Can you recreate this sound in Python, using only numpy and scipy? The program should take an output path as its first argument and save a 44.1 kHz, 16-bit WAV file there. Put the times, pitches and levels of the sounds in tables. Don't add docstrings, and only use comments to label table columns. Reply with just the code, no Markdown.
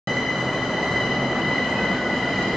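import sys
import numpy as np
from scipy import signal
from scipy.fft import rfft, irfft
from scipy.io import wavfile

SR = 44100
rng = np.random.default_rng(int(sys.argv[2]) if len(sys.argv) > 2 else 0)


def store_pcm(level_fs):
    pcm = np.round(np.clip(level_fs, -1, 1) * 32767).astype(np.int16)
    wavfile.write(sys.argv[1], SR, np.atleast_2d(pcm).T)


def decibels_to_gain(level_db):
    exponent = np.asarray(level_db, float) / 20
    return 10 ** exponent


N = 112896


def at_hz(points, hz):
    table_hz, value = np.transpose(points)
    return np.interp(np.log(hz + 1), np.log(table_hz), value)


def drift(rate_hz, count=1):
    pole = np.exp(-40 * np.pi * rate_hz / SR)
    white = rng.standard_normal((count, N // 20 + 3002))
    slow = signal.lfilter([1], [1, -2 * pole, pole * pole], white)[:, 3000:]
    slow = slow / np.sqrt(np.mean(slow ** 2))
    return np.array([np.interp(np.arange(N) / 20, np.arange(len(row)), row) for row in slow])


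def blurred_line(hz, width_hz):
    phase = 2 * np.pi * np.cumsum(hz + np.zeros(N)) / SR
    wander = drift(width_hz, count=4)
    return wander[:2] * np.cos(phase) + wander[2:] * np.sin(phase)


def rush(vigour_db, patchy_db, brighten):
    # f/Hz, level/dB per Hz
    rush_colour = [(30, -21), (90, -9.5), (200, -1.5), (650, -7), (1400, -12.5), (2500, -27.5),
                   (5200, -31.5), (7500, -41)]
    band_edges = 22 * 2 ** np.arange(0, 8.7, .4)
    together = drift(4.0)[0]
    white = rng.standard_normal((2, 2, N))
    out = 0
    for k, (low, high) in enumerate(zip(band_edges, band_edges[1:])):
        band_filter = signal.butter(2, [low, high], "band", fs=SR, output="sos")
        band = signal.sosfilt(band_filter, white[k % 2])
        hz = np.sqrt(low * high)
        follows = np.clip(1 - brighten * np.log2(hz / 200), 0, 1.5)
        flicker_db = patchy_db * (.5 * together + drift(9.0)[0])
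        out = out + band * decibels_to_gain(at_hz(rush_colour, hz) + follows * vigour_db + flicker_db)
    return decibels_to_gain(-7.5) * out


def beam(vigour_db):
    # f/Hz, width/Hz, level/dB, growth/dB per s
    beam_modes = [(132, 17.5, -39, -3.5), (196.5, 23, -39, 5.5), (249.6, 24, -37.5, 1.3),
                  (600, 250, -38.5, -3.5)]
    t = np.arange(N) / SR - 1.3
    out = 0
    for hz, width_hz, db, grow_db in beam_modes:
        out = out + decibels_to_gain(db + grow_db * t + vigour_db) * blurred_line(hz, width_hz / 2)
    return out


def ticks():
    # t/s, peak level/dB
    near_ticks = [
        (2.4265, -22),
        (2.4835, -24),
    ]
    t60_s = .035
    t, noise = np.arange(N) / SR, rng.standard_normal(N)
    shape = sum(decibels_to_gain(db - 60 * np.abs(t - s) / t60_s) * (t >= s) for s, db in near_ticks)
    tick_filter = signal.butter(1, [900, 3000], "band", fs=SR, output="sos")
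    return signal.sosfilt(tick_filter, noise * shape) * np.array([[1.15], [-.85]])


def tone():
    # t/s, f/Hz, third-partial level/dB, upper-partial level/dB
    tone_pass = [
        (1.55, 508, -25, -20),
        (1.66, 507, -11, 3),
        (1.78, 507, -2, 1),
        (1.9, 503, -2, -4),
        (2.0, 497, 5, -12),
        (2.1, 490, 3, -3),
        (2.24, 484, 0, -2),
        (2.37, 483, -7, -2),
        (2.56, 484, -2, -3),
    ]
    # multiple of its pitch, early level/dB, late level/dB
    tone_partials = [(3, -39, -39), (5, -47, -48), (7, -66, -57), (9, -67, -55), (13, -76, -65),
                     (14, -76, -62)]
    s, pitch_hz, low_db, upper_db = np.transpose(tone_pass)
    t = np.arange(N) / SR
    hz = np.interp(t, s, pitch_hz)
    low_db, upper_db = (np.interp(t, s, db, left=-90) for db in (low_db, upper_db))
    late = .5 + .5 * np.tanh((t - 2.1) / 0.18)
    phase = 2 * np.pi * np.cumsum(hz) / SR
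    out = 0
    for k, early_level, late_level in tone_partials:
        pass_db = low_db if k == 3 else upper_db
        level_db = pass_db + early_level + (late_level - early_level) * late
        fading = decibels_to_gain(3.0 * drift(22.0, count=2))
        steady = fading * np.sin(k * phase + rng.uniform(0, 5.2, (2, 1)))
        out = out + decibels_to_gain(level_db) * (steady + 0.58 * blurred_line(k * hz, 9.0))
    return out


def whine(vigour_db):
    # carrier multiple, drive multiple, lower level/dB, upper level/dB, width/Hz
    whine_lines = [(2, 0, -33.5, -35, 7.4), (2, 1, -32, -38.5, 26.3), (2, 2, -39, -37.5, 11.1),
                   (3, 0, -40.5, -46, 28), (3, 2, -48.5, -44.5, 20.0), (3, 4, -43.5, -47.5, 29),
                   (3, 6, -57, -56, 50), (4, 0, -54, -52, 48), (4, 2, -49.5, -49, 22),
                   (4, 5, -57.5, -63, 19), (5, 2, -54, -64.5, 70), (5, 6, -57, -53.5, 100),
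                   (6, 1, -53.5, -71, 140), (6, 5, -66.5, -64, 60.0)]
    t = np.arange(N) / SR
    drive_hz = 19.5 + 4.8 * t
    carrier_hz = 1003.5 + 1.0 * drift(5.0)[0]
    dulling_db_per_s = 1.6
    out = 0
    for k, m, lower_db, upper_db, width_hz in whine_lines:
        shift_db = dulling_db_per_s * (k - 2) * (m - 3) / 3 * (t - 1.3)
        sides = [(-1, lower_db), (1, upper_db)] if m else [(-1, lower_db)]
        for sign, db in sides:
            out = out + decibels_to_gain(db + shift_db) * blurred_line(k * carrier_hz + sign * m * drive_hz, width_hz)
    swell_db = 0.75 * drift(1.4)[0]
    return out * decibels_to_gain(vigour_db + swell_db)


def spread(pair):
    # f/Hz, level/dB
    side_width = [(60, -22.5), (120, -43.5), (240, -45.5), (490, -34), (990, -21), (1990, -11.5),
                  (4000, -5.5), (8050, -0.5)]
    # f/Hz, level/dB
    left_lean = [(60, 0.14), (500, -0.1), (1500, 0.5), (2700, 2.5), (4700, -0.5), (8000, 1.5)]
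    hz = np.fft.rfftfreq(N, 1 / SR)
    mid, side = rfft(pair)
    side = side * decibels_to_gain(at_hz(side_width, hz))
    lean = decibels_to_gain(at_hz(left_lean, hz) / 2)
    return irfft(np.array([(mid + side) * lean, (mid - side) / lean]), N)


def scene():
    # t/s, rush level/dB, whine level/dB
    train_pass = [(0.091, -27.5, -0.8), (.35, -26, -1.9), (.6, -26.5, -1.9), (.9, -25, -1.5),
                  (1.051, -24, .5), (1.25, -23.5, -0.7), (1.42, -26.5, -2), (1.602, -23.5, 1),
                  (1.69, -25.5, -0.5), (1.771, -24, -1.5), (1.869, -22.5, 0.5), (2.02, -25.5, -1.5),
                  (2.15, -24, 0), (2.3, -25.5, -0.5), (2.45, -25.5, 2), (2.56, -24.5, -1)]
    t = np.arange(N) / SR
    s, rush_db, whine_db = np.transpose(train_pass)
    vigour_db, whine_db = np.interp(t, s, rush_db + 25), np.interp(t, s, whine_db)
    train = rush(vigour_db, patchy_db=1.0, brighten=.2) + beam(vigour_db) + tone() + whine(whine_db)
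    return spread(train) + ticks()


def band_limit(x):
    return signal.sosfilt(signal.butter(12, 8870, fs=SR, output="sos"), x)


def record(dry):
    # low f/Hz, high f/Hz, level/dB, dropout threshold
    image_bands = [(8000, 8320, 0, -1.4), (8320, 8600, -11, -.3), (8600, 8850, -20, .7)]
    half_rate_hz = 8000
    hz, t = np.fft.rfftfreq(N, 1 / SR), np.arange(N) / SR
    from_notch = (hz - 5432) ** 2
    notch = np.sqrt((from_notch + 12 ** 2) / (from_notch + 370 ** 2))
    edge = np.clip((7905 - hz) / 520, 0, 1)
    x = irfft(rfft(dry) * notch * edge, N)
    mirror = rfft(2 * x * np.cos(4 * np.pi * half_rate_hz * t))
    flicker = drift(12.0)[0]
    for low, high, db, gate in image_bands:
        image = irfft(mirror * (hz > low) * (hz <= high), N)
        x = x + decibels_to_gain(-4 + db) * image * np.clip(3 * (flicker - gate), 0, 1)
    idle_tone = decibels_to_gain(-72 + 3 * drift(4.0)[0]) * blurred_line(half_rate_hz, 17.0)
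    x = x + idle_tone - .0015
    return band_limit(x * (t > .0724))


dry = scene()
out = record(dry)
store_pcm(out)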